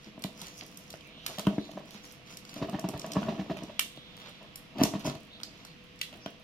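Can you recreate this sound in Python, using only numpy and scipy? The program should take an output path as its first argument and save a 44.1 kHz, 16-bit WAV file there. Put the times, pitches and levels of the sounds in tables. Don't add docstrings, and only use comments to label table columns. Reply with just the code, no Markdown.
import sys
import numpy as np
from scipy import signal
from scipy.fft import rfft, irfft
from scipy.io import wavfile
from scipy.ndimage import uniform_filter1d, map_coordinates

SR = 44100
rng = np.random.default_rng(int(sys.argv[2]) if len(sys.argv) > 2 else 0)


def elevation(decibels):
    levels = np.asarray(decibels, float)
    return 10 ** (levels / 20)


def int16_out(signal):
    q = np.round(np.clip(np.atleast_2d(signal).T, -1, 1) * 32767)
    wavfile.write(sys.argv[1], SR, q.astype(np.int16))


N = 283563
HZ = np.fft.rfftfreq(N, 1 / SR)
TIME = np.arange(N) / SR

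# frequency in Hz, relative density in dB per Hz.
HISS_SPECTRUM = [(12, -53), (20, -1.5), (96, -3.5), (168, 3.5), (422, -10.5), (499, -5.5), (542, -14.5),
                 (849, -17), (1120, -11), (1480, -14.5), (2750, -8.5), (5850, -22.5), (8180, -36.5),
                 (13900, -36.5), (16000, -71)]
# frequency in Hz, likeness from 0 to 1.
HISS_LIKENESS = [(60, 0.4), (130, 0.97), (640, 0), (1400, 0), (15000, 0.2)]
# band centre in Hz, relative energy in dB, t60 in seconds.
WALL_BANDS = [(161, -20, 0.36), (440, -7.5, 0.42), (1230, -1, 0.11), (3000, -5.5, 0.29), (7300, -8.5, 0.37),
              (12000, -8, 0.16), (14300, -34, 0.046)]
# frequency in Hz, left minus right in dB.
PORT_DIFFERENCE = [(60, -0.5), (110, 0.0), (200, 0.5), (380, 1.0), (700, 0.0), (1290, 0.5), (2380, -5.5),
                   (4400, -4.5), (8120, -1.0), (15000, -6.0)]
# middle in seconds, half length in seconds, level at the middle in dB, centre in Hz.
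SWISH_EVENTS = [(1.077, 0.067, -58.5, 2470), (1.207, 0.07, -56, 3100), (1.173, 0.1, -60, 3700),
                (1.63, 0.066, -54, 3860), (4.047, 0.47, -58, 3500), (5.282, 0.058, -65, 3000),
                (5.349, 0.035, -51.5, 3720), (5.68, 0.047, -60, 4200), (6.25, 0.041, -57.5, 5400)]
# frequency in Hz, relative density in dB per Hz.
RUSTLE_SPECTRUM = [(2060, -22), (3500, -19), (5000, 8), (6500, 7.5), (8500, -10), (10900, -1.5),
                   (13800, -9), (16000, -15)]
# frequency in Hz, relative density in dB per Hz.
SCUFF_SPECTRUM = [(760, 1), (1400, 0.5), (2630, 1.5), (3610, 2.5), (5000, -3), (7000, -12.5), (9000, -31),
                  (13000, -19), (19800, -58)]
# time in seconds, rumble level in dB.
DRAG_LEVEL = [(0, -68), (.29, -51), (.45, -59), (1.4, -58), (1.5, -38), (1.63, -56.5), (1.8, -51),
              (2.0, -60), (2.45, -58.5), (2.6, -49), (2.8, -45.5), (3.0, -47), (3.3, -39.5), (3.45, -49.5),
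              (3.6, -47), (3.79, -56.5), (3.95, -60.5), (4.72, -58.5), (4.83, -29), (4.92, -44),
              (5.02, -45.5), (5.1, -38), (5.23, -60), (5.5, -58), (6.0, -69), (6.16, -56.5), (6.43, -65)]
# middle in seconds, half length in seconds, scuff level in dB, rustle level in dB.
STROKE_EVENTS = [(0.047, 0.052, -58.5, -64.5), (0.442, 0.062, -50.5, -49.5), (0.565, 0.07, -56, -58),
                 (0.855, 0.25, -71, -62.5), (1.337, 0.073, -47, -54.5), (1.568, 0.2, -66, -63),
                 (2.02, 0.13, -58, -59), (2.316, 0.042, -51, -51), (2.565, 0.099, -59, -58.5),
                 (2.72, 0.18, -69.5, -83), (3.002, 0.095, -61, -81), (3.26, 0.13, -63, -61),
                 (3.61, 0.17, -61, -67.5), (4.242, 0.13, -53, -99), (4.806, 0.025, -37, -58),
                 (4.864, 0.032, -57, -66), (5.006, 0.0093, -48, -45), (5.067, 0.019, -44, -39.5),
                 (5.595, 0.095, -57.5, -69)]
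# frequency in Hz, relative level in dB, free t60 in seconds.
BOX_MODES = [(163, -16, 0.085), (201, 9, 0.12), (257.8, 0.5, 0.032), (300.5, -5, 0.15), (371, -12.5, 0.17),
             (429, -12, 0.09), (446, -13.5, 0.12), (640, -4.5, 0.04), (663, 1, 0.026), (764, -16.5, 0.048),
             (939, -3, 0.018), (1100, -16.5, 0.11), (1734, -6.5, 0.0066), (1750, -28, 0.035),
             (2630, -6.5, 0.012), (3000, -19, 0.067)]
# start in seconds, rumble peak in dB, low panel pitch in Hz,
# relative lid level in dB, time to the strongest push in ms (held within 1 to 20).
SLIP_EVENTS = [(0.064, -39, 207, -41, 8.4), (0.411, -41, 185, -3, 9.6), (0.616, -39.5, 242, -8, 12.4),
               (1.287, -37.5, 249, 14, 14), (1.379, -29, 209, -2.5, 4.8), (1.394, -30, 203, -3, 3.7),
               (1.689, -38.5, 200, 12, 2.7), (1.712, -41, 198, -7, 5.5), (1.754, -36, 196, -18, 4.6),
               (1.769, -27, 210, 1, 4.05), (1.801, -40.5, 201, 3, 5), (2.56, -31.5, 238, 3, 4.1),
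               (2.599, -36, 210, -6, 4), (2.612, -26.5, 220, -19, 5.8), (2.621, -20.5, 209.6, -8.5, 4.4),
               (2.642, -32, 214, -15, 5), (2.681, -29, 237, -9, 6.7), (2.727, -27, 202, -13, 3.7),
               (2.737, -22.5, 204, -9, 7.9), (2.785, -29, 207, -6, 4.1), (2.827, -41, 167, -5, 2.8),
               (2.838, -22, 182, -15.5, 4.8), (2.899, -35.5, 150, -16, 1.6), (2.932, -28, 161, -12, 8.3),
               (2.962, -33, 180, -3, 2.7), (3.04, -26, 213, -4.5, 4.2), (3.066, -31, 202, -13, 3.5),
               (3.1, -35.5, 202, -7, 4.5), (3.149, -21, 228, -9.5, 13.7), (3.258, -28.5, 200, -11.5, 11),
               (3.28, -20, 229, -8, 6.9), (3.31, -39, 201, -3, 3.6), (3.345, -41, 198, -4, 3.6),
               (3.378, -33.5, 194, -16, 6.7), (3.389, -22.5, 201, -9, 4.7), (3.409, -34, 197, -24, 4),
               (3.457, -39, 199, 10, 4.2), (3.495, -23.5, 201, -11, 4.5), (3.509, -26.5, 206, -2.5, 3.6),
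               (3.559, -35, 205, -3, 8.7), (3.616, -32, 184, -10, 4.8), (3.627, -33.5, 154.4, -24, 4.5),
               (3.69, -35.5, 168, 13, 5.5), (4.281, -47, 218, 12, 5.2), (4.402, -45.5, 218, 14, 15),
               (4.44, -46.5, 218, 11, 7.1), (4.751, -33.5, 190, -15, 30), (4.784, -21.5, 201, -7, 19.4),
               (4.849, -31, 198, 0, 6.8), (4.874, -52, 230, -8, 5.4), (4.933, -21.5, 189, -9, 4.8),
               (4.949, -23, 201, -13.5, 4.7), (5.048, -23, 212, -11, 5), (5.069, -24, 150, -16, 4.1),
               (5.094, -33, 201, -32, 5.4), (5.151, -36, 151, -19, 3.7), (6.122, -41, 226, -9, 5.6),
               (6.148, -45, 205, -13, 4.1)]
# start in seconds, peak in dB, centre in Hz, then relative levels in dB of
# the body near 1 kHz, the dull part at 2 kHz and the bright part.
CRACKLE_EVENTS = [(0.044, -45, 5240, -20, -15, -17), (0.221, -33.5, 4600, -28, -26, 0),
                  (0.2383, -21.5, 4120, -5, 1, -7), (0.415, -26.5, 3730, -32, -28, -4),
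                  (0.468, -33, 4800, -22, -11, -5), (0.609, -34, 4750, -4, 13, -35),
                  (0.663, -41.5, 5170, -20, -15, 2), (0.772, -33, 5940, -25, -9, 6),
                  (0.903, -30.5, 3500, -30, -28, -4.5), (0.927, -38, 5200, -20, -4, -9),
                  (0.939, -36, 2880, 21, 19, -26), (1.008, -40, 3300, -25, -25, -20),
                  (1.263, -17, 4650, -1, -0.5, -2.5), (1.384, -27.5, 3300, -20, -26, -9),
                  (1.394, -21.5, 4600, 8, -6, -5), (1.468, -21.5, 3050, 15, -7, -11),
                  (1.714, -36, 3570, -17, -19, -12), (1.9067, -36, 3600, -19, -21, -10),
                  (2.05, -43, 5940, -25, -20, 4), (2.122, -40.5, 3870, -26, -24, 21),
                  (2.37, -31.5, 5430, -19, -4, -1), (2.4505, -36, 4900, 5, -1, -9),
                  (2.493, -33.5, 4700, 0, -3, -10), (2.54, -30.5, 5040, -6, 1, -3),
                  (2.586, -49, 5030, -20, -10, -11), (2.695, -35.5, 5350, -8, 2, -1),
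                  (2.794, -29, 6000, -10, -3, -2), (2.8874, -23.5, 5700, -14, -2, 0.5),
                  (2.9755, -36, 3080, -14, -14, -3), (2.9947, -27, 5630, -29, -12, -7),
                  (3.016, -34, 5450, -12, 1, -18), (3.0629, -34.5, 5930, -33, -24, -2),
                  (3.118, -24, 5840, -15, -3, -9), (3.133, -28, 5450, -17, -11, -12),
                  (3.2286, -28, 2900, 14, -2, -29), (3.5694, -33.5, 2400, 0, 4, -11),
                  (3.634, -37.5, 5900, -17, 1, -5), (3.793, -7.5, 2940, -5, -1.5, -4.5),
                  (3.9724, -39, 3370, -19, -15, -25), (4.1668, -40, 5100, -15, -13, 0),
                  (4.284, -49, 5600, -8, -15, -11), (4.428, -44, 3040, -2, -4, -10),
                  (4.557, -26.5, 5500, -11, 0, 7.5), (4.784, -34, 3500, -7, -3, -9),
                  (4.809, -31, 3070, -9, -10, -14), (4.829, -24, 6140, 0, 0, 22),
                  (4.835, -10, 5960, -7, -2, -2.5), (4.994, -37, 3360, -24, -22, -4),
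                  (5.045, -39, 4450, 4, -8, -5), (5.097, -26.5, 4820, 5, 1, -11.5),
                  (5.151, -35, 3200, -30, -28, -14), (5.231, -50, 5970, -27, -20, 3),
                  (5.27, -56, 6000, -25, -19, 5), (5.333, -59, 6100, -25, -27, -3),
                  (5.4, -40, 3400, 8, -5, -15), (5.413, -42, 2000, 0, 2, -12),
                  (5.4328, -21, 5000, -9, -17, -14), (5.6493, -32.5, 4630, 8.5, -16, -5.5),
                  (5.99, -42, 5460, -18, -10, -7), (6.0133, -18, 3380, -18, 0.5, -10.5),
                  (6.127, -38, 3140, 6, 0, -12), (6.139, -39.5, 3000, 5, 2, -16),
                  (6.2599, -30, 3270, 8, 1, -18)]
# time in seconds, peak in dB, low panel pitch in Hz,
# relative side-panel level in dB, relative lid level in dB.
TAP_EVENTS = [(0.176, -34.5, 247, 15, 6), (0.244, -26.5, 195, -4, -13.5), (0.937, -33, 160, -17, 0),
              (1.468, -13.5, 201, -3, -14), (1.579, -17.5, 216, 5.5, -8.5), (1.946, -40, 205, -9, -13),
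              (3.165, -18, 198, -0.5, -6), (3.226, -35, 217, -13, -15), (3.973, -38.5, 145, 2, -1),
              (4.8121, -10.5, 268, 4, -3.5), (4.834, -16.5, 213, -3.5, -32), (6.259, -25.5, 216, 0.5, -2.5)]

HISS_DB, HUM_HZ, HUM_DB = -54.5, 497, -64
WALL_GAP_S, WALL_RISE_S = 0.0052, 0.0047
ECHO_S, ECHO_DB = 0.018, -16
PORT_LEAD_S = 0.00039
WANDER_DB, WANDER_S = 1.8, 0.00004
SWISH_OCTAVES = 0.16
STRAY_PER_S, STRAY_DB = 6.9, -52
DRAG_SCUFF_DB = -18
GRIP_DETUNE, GRIP_DB = 0.02, 3
HELD_T60_S = 0.07
THUD_DB = -11.5
SLIP_SCUFF_DB = -13
SCUFF_DRAG = 2.2
FRAY_MS = 2.5
SHOULDER = 0.4
BUCKLE_DB, BUCKLE_OCTAVES = 2.5, 0.16
PING_DB, PING_MS = -14, 1.1
CONTACT_MS, YIELD_S = 0.85, 0.00216
KNOCK_DB, KNOCK_MS, KNOCK_HZ = -20.5, 6.1, 1220


def level(x, db):
    return x * elevation(db) / np.sqrt(np.mean(x ** 2))


def along(points, hz):
    at, value = np.transpose(points)
    return np.interp(np.log(hz + 1), np.log(at + 1), value)


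def colour(x, gain):
    return irfft(rfft(x) * gain, N)


def band(x, hz, octaves):
    f = np.fft.rfftfreq(len(x), 1 / SR) + 1
    bell = np.exp(-0.5 * (np.log2(f / hz) / octaves) ** 2)
    return irfft(rfft(x) * bell, len(x))


def add(track, s, sound, peak_db):
    i = int(s * SR)
    track[i:i + len(sound)] += (sound * elevation(peak_db) / np.abs(sound).max())[:N - i]


def walk(rate):
    k = int(SR / rate)
    held = np.repeat(rng.standard_normal(N // k + 1), k)
    return uniform_filter1d(held, k)[:N]


def grains(per_s, spread_db):
    when, sign, size = rng.random((3, N))
    return (when < per_s / SR) * np.sign(sign - 0.5) * elevation(-spread_db * np.log(size + 1e-4))


def room():
    alike = np.clip(along(HISS_LIKENESS, HZ), 0, 1)
    spectrum = elevation(along(HISS_SPECTRUM, HZ))
    mid = colour(rng.standard_normal(N), spectrum * np.sqrt(1 + alike))
    side = colour(rng.standard_normal(N), spectrum * np.sqrt(1 - alike))
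    octave = np.log2(HZ + 1)
    hiss = np.zeros((2, N))
    for k in range(3, 15):
        window = np.clip(1 - np.abs(octave - k), 0, 1)
        ports = np.array([colour(x, window) for x in (mid + side, mid - side)])
        hiss += elevation(0.11 * walk(2.9)) * ports
    hum_phase = 2 * np.pi * np.cumsum(HUM_HZ + 4.26 * walk(6.6)) / SR
    hum = np.sin(hum_phase) * elevation(HUM_DB + 2.0 * walk(7.0))
    return level(hiss, HISS_DB) * elevation(walk(1.58)) + hum


def walls(x):
    t = TIME[:SR // 2]
    rise = np.clip((t - WALL_GAP_S) / WALL_RISE_S, 0, 1)
    shared = rng.standard_normal(len(t))
    out = []
    for own in rng.standard_normal((2, len(t))):
        tail = np.zeros(len(t))
        for hz, db, t60 in WALL_BANDS:
            noise = shared + 0.67 * own if hz < 1000 else own
            decay = 1000. ** (-t / t60) / np.sqrt(t60 * SR)
            tail += elevation(db) * decay * band(noise, hz, 0.55)
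        out.append(signal.fftconvolve(x, rise * tail * 4)[:N])
    return np.array(out)


def swishes():
    out = np.zeros(N)
    for s, half_s, db, hz in SWISH_EVENTS:
        noise = level(band(rng.standard_normal(N), hz, SWISH_OCTAVES), db)
        out += noise * np.exp(-((TIME - s) / half_s) ** 2)
    return out


def strays():
    out = np.zeros(N)
    for moment, size, pitch in rng.random((int(STRAY_PER_S * N / SR), 3)):
        tick = np.exp(-TIME[:512] / 0.0048) * rng.standard_normal(512)
        tick = band(tick, 4500 * 2 ** (1.7 * pitch), 1.0)
        add(out, moment * (N / SR - 0.02), tick, STRAY_DB + 8 * (size - 0.5))
    return out


def ring(low_hz, side_db, lid_db):
    t = TIME[:SR // 8, None]
    hz, db, t60 = np.transpose(BOX_MODES)
    hz = np.where(hz < 230, hz * low_hz / hz[1], hz)
    db = db + along([(230, 0), (300, side_db + 11.5), (450, side_db + 4.0), (600, lid_db + 16.0)], hz)
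    turn, detune, weight = rng.standard_normal((3, len(hz)))
    hz = hz * (1 + GRIP_DETUNE * detune)
    db = db + GRIP_DB * weight
    held_t60 = np.where(hz > 250, np.minimum(t60, HELD_T60_S), t60)
    modes = elevation(db) * np.sin(2 * np.pi * hz * t + 0.13 * turn) * 1000. ** (-t / held_t60)
    panels = modes.sum(axis=1)
    thud = signal.sosfilt(signal.butter(2, (48, 85), "band", fs=SR, output="sos"), panels)
    radiated = signal.sosfilt(signal.butter(4, 135, "high", fs=SR, output="sos"), panels)
    return radiated + elevation(THUD_DB) * thud


def handling():
    drag = sum(signal.fftconvolve(grains(700, 3.27), ring(hz, -0.49, -9.5))[:N] for hz in (160, 200, 225))
    scuff = colour(grains(3500, 3.6) * elevation(3 * walk(30)), elevation(along(SCUFF_SPECTRUM, HZ)))
    ticks = colour(grains(2600, 3.7) * elevation(4 * walk(30)), elevation(along(RUSTLE_SPECTRUM, HZ)))
    s, half_s, scuff_db, rustle_db = np.transpose(STROKE_EVENTS)
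    swells = np.exp(-((TIME[:, None] - s) / half_s) ** 2)
    pull = elevation(np.interp(TIME, *np.transpose(DRAG_LEVEL)))
    scuff_gain = elevation(DRAG_SCUFF_DB) * pull + swells @ elevation(scuff_db)
    rustle_gain = swells @ elevation(rustle_db)
    return level(drag, 0) * pull + level(scuff, 0) * scuff_gain + level(ticks, 0) * rustle_gain


def slips():
    out = np.zeros(N)
    t = TIME[:4096]
    face = elevation(along(SCUFF_SPECTRUM, np.fft.rfftfreq(len(t), 1 / SR)))
    for s, db, low_hz, lid_db, slip_ms in SLIP_EVENTS:
        u = t / (np.clip(slip_ms, 1, 20) / 1000)
        force = rng.standard_normal((2, len(t))) * u * np.exp(1 - u)
        stutter = np.convolve(force[0] * np.abs(force[1]) ** 1.06, np.hanning(16))
        add(out, s, signal.fftconvolve(stutter, ring(low_hz, -0.75, lid_db)), db)
        grit = rng.standard_normal(len(t)) ** 3 * u * np.exp(-u / SCUFF_DRAG)
        add(out, s, irfft(rfft(grit) * face), db + SLIP_SCUFF_DB)
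    return out


def crackles():
    out = np.zeros(N)
    f = np.fft.rfftfreq(1024, 1 / SR)
    for s, db, hz, body_db, dull_db, bright_db in CRACKLE_EVENTS:
        snap = np.exp(-TIME[:1024] / (FRAY_MS / 1000)) * rng.standard_normal(1024)
        snap[0] = 2.5
        tone = rfft(np.roll(snap, 40))
        tone /= uniform_filter1d(np.abs(tone), size=11)
        shape = along([(300, body_db - 22.0), (1300, body_db), (2000, dull_db), (hz, 4),
                       (1.6 * hz, SHOULDER * bright_db), (8500, bright_db), (14500, bright_db),
                       (17000, bright_db - 39)], f)
        shape += BUCKLE_DB * np.exp(-0.5 * (np.log2((f + 1) / hz) / BUCKLE_OCTAVES) ** 2)
        add(out, s, irfft(tone * elevation(shape)), db)
        ping = np.sin(2 * np.pi * hz * TIME[:512]) * np.exp(-TIME[:512] / (PING_MS / 1000))
        add(out, s + 40 / SR, ping, db + PING_DB + np.clip(-0.7 * bright_db, 0, 10))
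    return out


def taps():
    out = np.zeros(N)
    push = np.sin(np.pi * np.minimum(TIME[:256] / (CONTACT_MS / 1000), 1))
    for s, db, low_hz, side_db, lid_db in TAP_EVENTS:
        add(out, s + YIELD_S, np.convolve(push, ring(low_hz, side_db, lid_db)), db)
        crack = np.roll(np.exp(-TIME[:2048] / (KNOCK_MS / 1000)) * rng.standard_normal(2048), 40)
        add(out, s + YIELD_S, band(crack, KNOCK_HZ, 0.75), db + KNOCK_DB)
    return out


def scene():
    box = taps() + slips()
    film = crackles() + strays() + handling() + swishes()
    near = box + film
    where = walk(26)
    lean = elevation(WANDER_DB * where / 2)
    left, right = (map_coordinates(film, [(TIME + k * WANDER_S * where / 2) * SR], mode="nearest")
                   for k in (1, -1))
    shadow = elevation(along(PORT_DIFFERENCE, HZ) / 2)
    treble = np.clip((HZ - 900) / 1200, 0, 1)
    lead = shadow * np.exp(1j * np.pi * HZ * PORT_LEAD_S * treble)
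    direct = np.array([colour(box, shadow) + colour(left * lean, lead),
                       colour(box, 1 / shadow) + colour(right / lean, 1 / lead)])
    echo = elevation(ECHO_DB) * np.exp(-2j * np.pi * HZ * ECHO_S) * np.clip(HZ / 3000, 0, 1)
    far = walls(near) + colour(near, echo) + room()
    return direct + np.array([colour(far[0], shadow), colour(far[1], 1 / shadow)])


def band_limit(x):
    return signal.sosfilt(signal.butter(12, 16820, fs=SR, output="sos"), x)


def record(dry):
    mix = signal.sosfilt(signal.ellip(8, 0.2, 60, 16500, fs=SR, output="sos"), dry)
    return band_limit(mix)


dry = scene()
out = record(dry)
int16_out(out)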